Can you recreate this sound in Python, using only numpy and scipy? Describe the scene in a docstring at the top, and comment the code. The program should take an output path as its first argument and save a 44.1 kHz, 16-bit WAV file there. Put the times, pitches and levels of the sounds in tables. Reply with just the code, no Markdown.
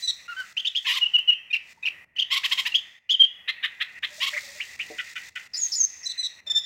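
"""A caged songbird sings in a walled garden: whistles, chirps, reedy notes, rasping chatter, chucks, squeaks.
Each note is a set of gliding partials, smeared by an unsteady membrane, with a broad hiss that follows its
loudness. Something wooden is knocked once (decaying modes), claws tick (noise bursts), a dove coos far off.
Echoes and a tail place these in the garden; insects shrill near 2 kHz, high hiss swells and far air murmurs,
all as shaped noise. Between some notes everything above the bass drops away for a moment."""
import sys
import numpy as np
from scipy import signal
from scipy.fft import rfft, irfft, next_fast_len
from scipy.io import wavfile
from scipy.ndimage import uniform_filter1d, map_coordinates

SR = 44100
rng = np.random.default_rng(int(sys.argv[2]) if len(sys.argv) > 2 else 0)


def dump_mix(stems):
    """Bounce the given channels to the path in sys.argv[1] as a 16-bit WAV at rate SR."""
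    frames = np.atleast_2d(stems).T  # one column per channel
    limited = np.clip(frames, -1, 1)  # hard clip at full scale
    pcm = np.round(limited * 32767).astype(np.int16)
    wavfile.write(sys.argv[1], SR, pcm)


def boost_factor(decibels):
    """Convert a level in decibels to a linear amplitude factor."""
    exponent = np.asarray(decibels, float) / 20
    return 10 ** exponent


N = 293265
T = np.arange(N) / SR


def unit(x):
    """Scales to rms 1."""
    return x / np.sqrt(np.mean(np.abs(x) ** 2) + 1e-20)


def along(points, hz):
    """Reads a curve of (f/Hz, value) points on a log frequency axis."""
    f, value = np.transpose(points)
    return np.interp(np.log(hz + 1), np.log(f + 1), value)


def wobble(rate_hz, size=N):
    """A smooth random curve through rate_hz random knots a second."""
    knots = rng.standard_normal(int(size * rate_hz / SR) + 4)
    return map_coordinates(knots, [np.arange(size) * rate_hz / SR])


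def shake(rate_hz, size):
    """A complex wobble: random in both strength and phase."""
    return (wobble(rate_hz, size) + 1j * wobble(rate_hz, size)) / np.sqrt(2)


def filtered(x, response):
    """Multiplies the spectrum of x by a response of frequency."""
    m = next_fast_len(N + SR // 2)
    return irfft(rfft(x, m) * response(np.fft.rfftfreq(m, 1 / SR)), m)[:N]


def hiss(spectrum):
    """White noise shaped to a spectrum, at rms 1."""
    return unit(filtered(rng.standard_normal(N), lambda hz: boost_factor(along(spectrum, hz))))


# broad hiss that follows each note's loudness, relative spectrum: f/Hz, level/dB per Hz
NOTE_HISS = [(700, -28), (1500, -17.5), (3000, -8), (5000, 4), (8300, -6.5), (9000, -11.5), (12000, -5.5),
             (15800, -14.5)]


def voice(notes, tones, rough, rough_hz, fray, scoop, round_, halo_db, hiss_db, arch,
          slide=0, lean=1, waver=0):
    """Partials on each note's pitch; an unsteady membrane smears them and spreads a halo, hiss follows them."""
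    tone, hiss_swell = np.zeros(N + SR), np.zeros(N + SR)
    strength = np.sqrt(sum(boost_factor(db) ** 2 for _, db in tones) / 2)
    for start, length, middle_hz, db, *own_slide in notes:
        n, first = round(length * SR), round(start * SR)
        u = np.arange(n) / n
        way = np.clip(3 * u - 1.5, -1, 1)  # early to late
        # the pitch slides, and arches over the peak of effort
        pitch = middle_hz * (1 + (slide + sum(own_slide)) * way / 2 - arch * way ** 2)
        # the note slides up into place, less so when short
        pitch = pitch * (1 - scoop * min(1, length / .03) ** 2 * np.exp(-u * length / .005))
        # and sags as the air runs out
        pitch = pitch * (1 - .05 * np.exp((u - 1) * length / .004))
        # harsh notes waver in pitch
        phase = 2 * np.pi * np.cumsum(pitch * (1 + waver * wobble(70, n))) / SR
        swell = boost_factor(db) * np.sin(np.pi * u ** lean) ** round_  # lean over 1: slow swell, sudden stop
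        steady = 1 - np.clip(rough + fray * u ** 2, 0, 1)  # positive fray: rougher as it ends
        for k, level_db in tones:
            clean = steady ** k  # upper partials smear first
            flutter = np.sqrt(clean) + np.sqrt(1 - clean) * shake(rough_hz * np.sqrt(k), n)
            flutter = flutter + boost_factor(halo_db) * shake(2200, n)
            partial = flutter * np.exp(1j * (k * phase + rng.uniform(0, 2 * np.pi)))
            tone[first:][:n] += boost_factor(level_db) / strength * swell * partial.real
        hiss_swell[first:][:n] += swell * (0.15 + u)  # weighted towards the note's end
    return tone[:N] + boost_factor(hiss_db) * hiss_swell[:N] * hiss(NOTE_HISS)


# clear notes: start t/s, length t/s, mid-note f/Hz, level/dB, then (whistles only) slide/share of f
WHISTLES = [(1.01, .038, 2895, -17, -.014), (1.052, .02, 2920, -22, .04), (1.135, .037, 2925, -14, -.022),
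            (1.176, .027, 2940, -23, 0), (1.275, .037, 2915, -13, -.027), (1.316, .022, 2895, -19, .02),
            (3.136, .021, 3165, -18, -.057), (3.194, .035, 3205, -10, -.02), (3.23, .024, 3200, -12, -.012)]
PIPINGS = [(.28, .06, 1430, -34), (.365, .06, 1546, -31)]
REEDY = [(.022, .048, 2005, -26), (6.055, .027, 2018, -27), (6.175, .05, 2020, -26),
         (6.465, .03, 1795, -32), (6.497, .03, 1790, -20), (6.545, .056, 1786, -17),
         (6.632, .033, 1780, -32)]
LEAD_INS = [(1.502, .02, 2475, -27.5), (1.826, 0.024, 2520, -29), (2.716, 0.017, 2800, -30)]
# partials of the clear notes: multiple of the pitch, relative level/dB
WHISTLE_TONES = [(.5, -44), (1, 0), (1.5, -42), (2, -41)]
PIPING_TONES = [(1, -4), (2, -11.5), (3, -28.5), (4, -54)]
REEDY_TONES = [(1, -18.5), (2, 11), (3, -0.5), (4, -7.5), (5, -28.5)]  # hoarse notes share these
LEAD_IN_TONES = [(1, 2), (1.5, -14.5)]


def clear_notes():
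    """Whistles, pipings, reedy notes and lead-ins to chirps: the membrane stays mostly steady."""
    clear = voice(WHISTLES, WHISTLE_TONES, rough=.02, rough_hz=265, fray=.15, scoop=.015, round_=.55,
                  halo_db=-30, hiss_db=-42, arch=.006, lean=1.4, waver=.003)
    clear += voice(PIPINGS, PIPING_TONES, rough=.048, rough_hz=121.2, fray=.057, scoop=.01, round_=.37,
                   halo_db=-19, hiss_db=-25, arch=.03, slide=-.03, waver=.006)
    clear += voice(REEDY, REEDY_TONES, rough=.039, rough_hz=134, fray=.03, scoop=.013, round_=1.0,
                   halo_db=-41, hiss_db=-26.5, arch=.0024)
    clear += voice(LEAD_INS, LEAD_IN_TONES, rough=.15, rough_hz=300, fray=.1, scoop=.01, round_=1.0,
                   halo_db=-26, hiss_db=-30.5, arch=0)
    return clear


# husky notes: start t/s, length t/s, mid-note f/Hz, level/dB, then (all but hoarse) slide/share of f
HOARSE = [(.074, .038, 1956, -21.5), (6.088, .037, 1998, -28.5), (6.228, .047, 1963, -26)]
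CHIRPS = [(.567, 0.024, 3102, -23.5, .12), (.592, 0.019, 3356, -25, 0.011), (.648, 0.026, 3176, -23, 0.088),
          (.668, 0.02, 3507, -21, -0.11), (.748, .047, 3285, -21.5, .1), (1.528, 0.032, 2716, -19.5, -0.16),
          (1.558, 0.015, 2860, -24, 0.047), (1.852, 0.033, 2770, -21, -0.18),
          (1.882, 0.0083, 2800, -22.5, 0.21), (2.162, 0.022, 2900, -33.5, -0.2),
          (2.184, .032, 3243, -19, .015), (2.218, 0.015, 3177, -20.5, 0.00052),
          (2.742, 0.031, 3203, -15, 0.11), (2.778, .019, 3306, -30, -0.046), (3.092, 0.046, 3325, -18, .08)]
SQUEAKS = [(5.57, .044, 6880, -29, -0.045), (5.612, 0.061, 6560, -22, -0.033),
           (5.752, 0.073, 6730, -26.5, -0.085), (5.8, .023, 6410, -19, 0.028),
           (5.825, 0.035, 6330, -20, 0.025)]
SHRIEKS = [(5.535, .047, 5230, -29, -.07), (5.718, .042, 5560, -24, -0.025),
           (6.03, 0.056, 5790, -35.5, 0.026)]
CHURRS = [(4.33, .038, 2280, -30, 0.12), (4.364, .033, 2167, -24, -0.023),
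          (4.598, .037, 2780, -27.5, 0.244), (4.792, 0.0438, 2810, -27.5, 0.15)]
# partials of a chirp: multiple of the pitch, relative level/dB
CHIRP_TONES = [(1, 0), (1.5, -24), (2, -26)]


def husky_notes():
    """Hoarse notes, chirps, squeaks, shrieks and churrs: fast flutter smears the partials into noise."""
    husky = voice(HOARSE, REEDY_TONES, rough=.046, rough_hz=643, fray=.42, scoop=.011, round_=.35,
                  halo_db=-41, hiss_db=-27.5, arch=.0015)
    husky += voice(CHIRPS, CHIRP_TONES, rough=.3, rough_hz=697, fray=.05, scoop=.1, round_=.64,
                   halo_db=-21.5, hiss_db=-28, arch=.045, lean=.87, waver=.02)
    husky += voice(SQUEAKS, [(1, 0)], rough=.13, rough_hz=350, fray=.25, scoop=.005, round_=.45,
                   halo_db=-18, hiss_db=-29, arch=0)
    husky += voice(SHRIEKS, [(1, 0)], rough=.45, rough_hz=800, fray=.2, scoop=.03, round_=.35,
                   halo_db=-9, hiss_db=-20, arch=0, waver=.03)
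    husky += voice(CHURRS, [(1, 0)], rough=.5, rough_hz=680, fray=.05, scoop=.068, round_=.81,
                   halo_db=-14.5, hiss_db=-29, arch=.1, lean=.65)
    return husky


# rasps: start t/s, length t/s, mid-note f/Hz, level/dB
CHATTER = [(.845, .096, 1043, -22), (.925, 0.042, 1142, -27.5), (.957, .035, 1051, -23),
           (2.302, .056, 1111, -21), (2.35, .04, 1115, -21), (2.432, .039, 1027, -20.5),
           (2.51, .031, 1086, -19.5), (2.572, 0.04, 1081, -21), (2.65, .035, 1031, -22.5),
           (4.2, 0.06, 1066, -22.5), (4.258, 0.038, 1066, -23.5)]
CHUCKS = [(3.474, 0.041, 649, -22.5), (3.625, 0.0456, 628, -22.5), (3.8, 0.039, 637, -22),
          (4.024, 0.04, 634, -24.5)]
CLUCKS = [(4.982, .035, 498, -27.5), (5.155, .034, 500, -29.5), (5.355, .03, 499, -30)]
# partials of the rasps: multiple of the pitch, relative level/dB
CHATTER_TONES = [(1, -5), (2, 0), (2.5, -1), (3, 6.5), (3.5, -2), (4, -4), (5, -10), (7, -18)]
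CHUCK_TONES = [(2, 0.5), (3, 17.5), (4, 15), (5, 18), (6, 14.5), (7, -41.5), (8, -26)]
CLUCK_TONES = [(3, -6.5), (4, -2), (5, -5), (6, -4.5), (7, -14)]


def rasping_notes():
    """Chatter, chucks and clucks: low pitches heard through their strong upper partials."""
    rasps = voice(CHATTER, CHATTER_TONES, rough=.07, rough_hz=300, fray=.5, scoop=.12, round_=.7,
                  halo_db=-15, hiss_db=-14, arch=.07, slide=.03, lean=1.2, waver=.035)
    rasps += voice(CHUCKS, CHUCK_TONES, rough=.34, rough_hz=274, fray=.1, scoop=.194, round_=1.3,
                   halo_db=-15, hiss_db=-24, arch=.0075, slide=.084, waver=.031)
    rasps += voice(CLUCKS, CLUCK_TONES, rough=.15, rough_hz=232, fray=.055, scoop=.052, round_=.61,
                   halo_db=-22, hiss_db=-32.5, arch=0, slide=-.022)
    return rasps


def songbird():
    """All the bird's notes through a tiny throat, which sends out no bass."""
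    song = clear_notes() + husky_notes() + rasping_notes()
    return filtered(song, lambda hz: 1 / (1 + (990 / (hz + 1)) ** 16))


# the blow: t/s, level/dB
KNOCK = [(4.902, -26)]
# modes of the hollow wood: f/Hz, relative level/dB, t60 t/s
WOOD = [(330, -2, .17), (450, -3, .14), (600, 0, .13), (740, -2, .12), (1950, -10, .08)]


def knock():
    """One dull blow on a hollow wooden thing: its modes die away, rattling at random."""
    out, t = np.zeros(N + SR), T[:SR // 4]
    for start, db in KNOCK:
        ring = np.zeros(len(t))
        for hz, level_db, t60 in WOOD:
            rattle_db = 4.5 * wobble(120, len(t))
            ring += boost_factor(level_db - 60 * t / t60 + rattle_db) * np.sin(2 * np.pi * hz * t)
        onset = 1 - np.exp(-t / .0014)
        out[round(start * SR):][:len(t)] += boost_factor(db) * ring / np.abs(ring).max() * onset
    return out[:N]


# ticks on the bars: t/s, level/dB
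TICKS = [(0.402, -35), (1.1867, -35.5), (4.3722, -40)]
# relative spectrum of a tick: f/Hz, level/dB per Hz
CLAW = [(300, -11), (2000, 6), (6000, -6), (15800, -17.5)]


def claw_ticks():
    """Claws tick on the cage: noise bursts that start at once and fall 60 dB in 20 ms."""
    burst, t = np.zeros(N + SR), T[:SR // 4]
    for start, db in TICKS:
        burst[round(start * SR):][:len(t)] += boost_factor(db - 60 * t / .02)
    return burst[:N] * hiss(CLAW)


# coos: start t/s, length t/s, mid-note f/Hz, level/dB
COOS = [(1.772, 0.016, 930, -49), (1.844, 0.029, 950, -59), (4.1, .075, 598, -58.5), (4.18, .023, 625, -48),
        (4.325, 0.052, 599, -44), (4.43, 0.024, 570, -55), (4.472, .064, 565, -49.5),
        (4.553, 0.036, 598, -53), (6.465, 0.03, 593, -56.5)]


def dove():
    """Soft far coos: single partials, blurred by distance into a slow flutter."""
    return voice(COOS, [(1, 0)], rough=.25, rough_hz=50, fray=.05, scoop=.01, round_=.8,
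                 halo_db=-45, hiss_db=-50, arch=.01)


# cage floor, ground and walls: delay t/s, level/dB
ECHOES = [(.0044, -19), (.0072, -19), (.022, -16), (.038, -22)]
# decay of the tail: f/Hz, t60 t/s
GARDEN = [(300, .7), (1500, .9), (3000, .44), (6000, .9), (14000, .12)]


def garden(x, tail_db):
    """A few near reflections, then a tail in which each frequency dies at its own speed."""
    hz, t, z = signal.stft(rng.standard_normal(SR), SR, nperseg=256)
    decay = boost_factor(-60 * t / along(GARDEN, hz)[:, None])
    tail = signal.istft(z * decay, SR, nperseg=256)[1][:SR]
    tail = tail * np.clip(T[:SR] / .027, 0, 1)  # builds up as far walls answer
    tail = tail / np.linalg.norm(tail)
    near = np.zeros(SR // 10)
    near[0] = 1  # the direct sound
    for delay, db in ECHOES:
        near[round(delay * SR)] = boost_factor(db)
    scattered = x * unit(wobble(550))  # many uneven paths through foliage blur pure notes
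    return signal.fftconvolve(x, near)[:N] + boost_factor(tail_db) * signal.fftconvolve(scattered, tail)[:N]


# the shrill bands: f/Hz, width f/Hz, relative level/dB
INSECTS = [(1952, 217, 1.5), (2550, 400, -6)]


def insects(level_db):
    """Insects shrill: noise in two bands, flickering about a slowly changing level."""
    def bands(f):
        return sum(boost_factor(db) / (1 + ((f - hz) / width * 2) ** 4) ** .5 for hz, width, db in INSECTS)
    shrill = unit(filtered(rng.standard_normal(N), bands))
    return shrill * boost_factor(level_db + 2.8 * wobble(30))


# swells of high hiss: start t/s, hold t/s, level/dB
HISS_SWELLS = [(0, 0.01, -45), (.4, .12, -54), (0.855, 0.077, -52.5), (1.711, 0.031, -57),
               (2.496, .08, -47), (3.69, 0.9, -65), (4.186, 0.15, -45), (4.394, 0.92, -50),
               (5.633, 0.044, -46.5), (5.864, 0.44, -63)]
# relative spectrum of the high hiss: f/Hz, level/dB per Hz
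HIGH_HISS = [(600, -38), (1200, -21.5), (2000, -33.5), (3500, 1), (7000, -1.5), (8500, -8), (9200, -14.5),
             (12000, -18), (15800, -13.5)]


def high_hiss():
    """Swells of uneven high hiss: each rises, holds, then falls more slowly."""
    rise_db_per_s, fall_db_per_s = 144.5, 65.5
    swell = np.zeros(N)
    for start, hold, db in HISS_SWELLS:
        before, after = np.maximum(start - T, 0), np.maximum(T - start - hold, 0)
        swell += boost_factor(db - rise_db_per_s * before - fall_db_per_s * after)
    uneven = unit(hiss(HIGH_HISS) * boost_factor(.74 * wobble(3.8) + 1.8 * wobble(200)))
    return uneven * swell


# far traffic and breeze, relative spectrum: f/Hz, level/dB per Hz
AIR = [(25, -25), (45, -28.5), (72, -4.5), (110, -11.5), (200, -10), (320, -16), (700, -12.5),
       (1600, -12.5), (3000, -30.5)]


def far_air(level_db):
    """Far traffic and breeze: low-heavy noise drifting about its level."""
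    return hiss(AIR) * boost_factor(level_db + 1.5 * wobble(8) + 2.2 * wobble(3.5))


# background level over time: t/s, level/dB
BACKGROUND_LEVEL = [(0, -52), (.45, -50.5), (.87, -57.5), (1.15, -61.5), (1.65, -51.5), (2.3, -55),
                    (2.52, -52), (2.8, -51.5), (3.1, -57), (3.45, -55.5), (3.65, -47), (4.06, -50),
                    (4.26, -47.5), (5.1, -46), (5.43, -48), (5.74, -58.5), (6.3, -52.5), (6.65, -54.5)]


def backdrop():
    """Insects on the background level, high hiss, and far air that follows part of the same rise and fall."""
    level_db = np.interp(T, *np.transpose(BACKGROUND_LEVEL))
    air_db = -64 + .35 * (level_db - level_db.mean())
    return insects(level_db) + high_hiss() + far_air(air_db)


def scene():
    """Bird, knock, claws and dove in the garden, over the backdrop."""
    sources = songbird() + knock() + claw_ticks() + dove()
    return (garden(sources, tail_db=-20) + backdrop())[None]


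# brief drops: start t/s, end t/s, level/dB
DIPS = [(.272, .279, -10), (.53, .566, -13), (1.732, 1.824, -12), (2.047, 2.155, -18), (2.99, 3.09, -13),
        (3.992, 4.023, -16), (4.762, 4.79, -10), (5.138, 5.155, -10), (5.296, 5.354, -19),
        (5.476, 5.535, -16), (6.405, 6.462, -14)]


def brief_dips(x):
    """The level dips briefly, all but the bass, with 3 ms edges."""
    gain_db = sum(db * ((T > start) & (T < end)) for start, end, db in DIPS)
    bass = filtered(x, lambda hz: 1 / (1 + (hz / 300) ** 1.5))
    return bass + (x - bass) * uniform_filter1d(boost_factor(gain_db), size=130)


def roll_off(x):
    """The treble ends steeply here."""
    return signal.sosfilt(signal.butter(12, 16670, fs=SR, output="sos"), x)


def record(dry):
    """Brief dips above the bass, then a steep band limit at 15830 Hz."""
    dipped = brief_dips(dry[0])
    mix = filtered(dipped, lambda hz: hz < 15830)[None]
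    return roll_off(mix)


dry = scene()
out = record(dry)
dump_mix(out)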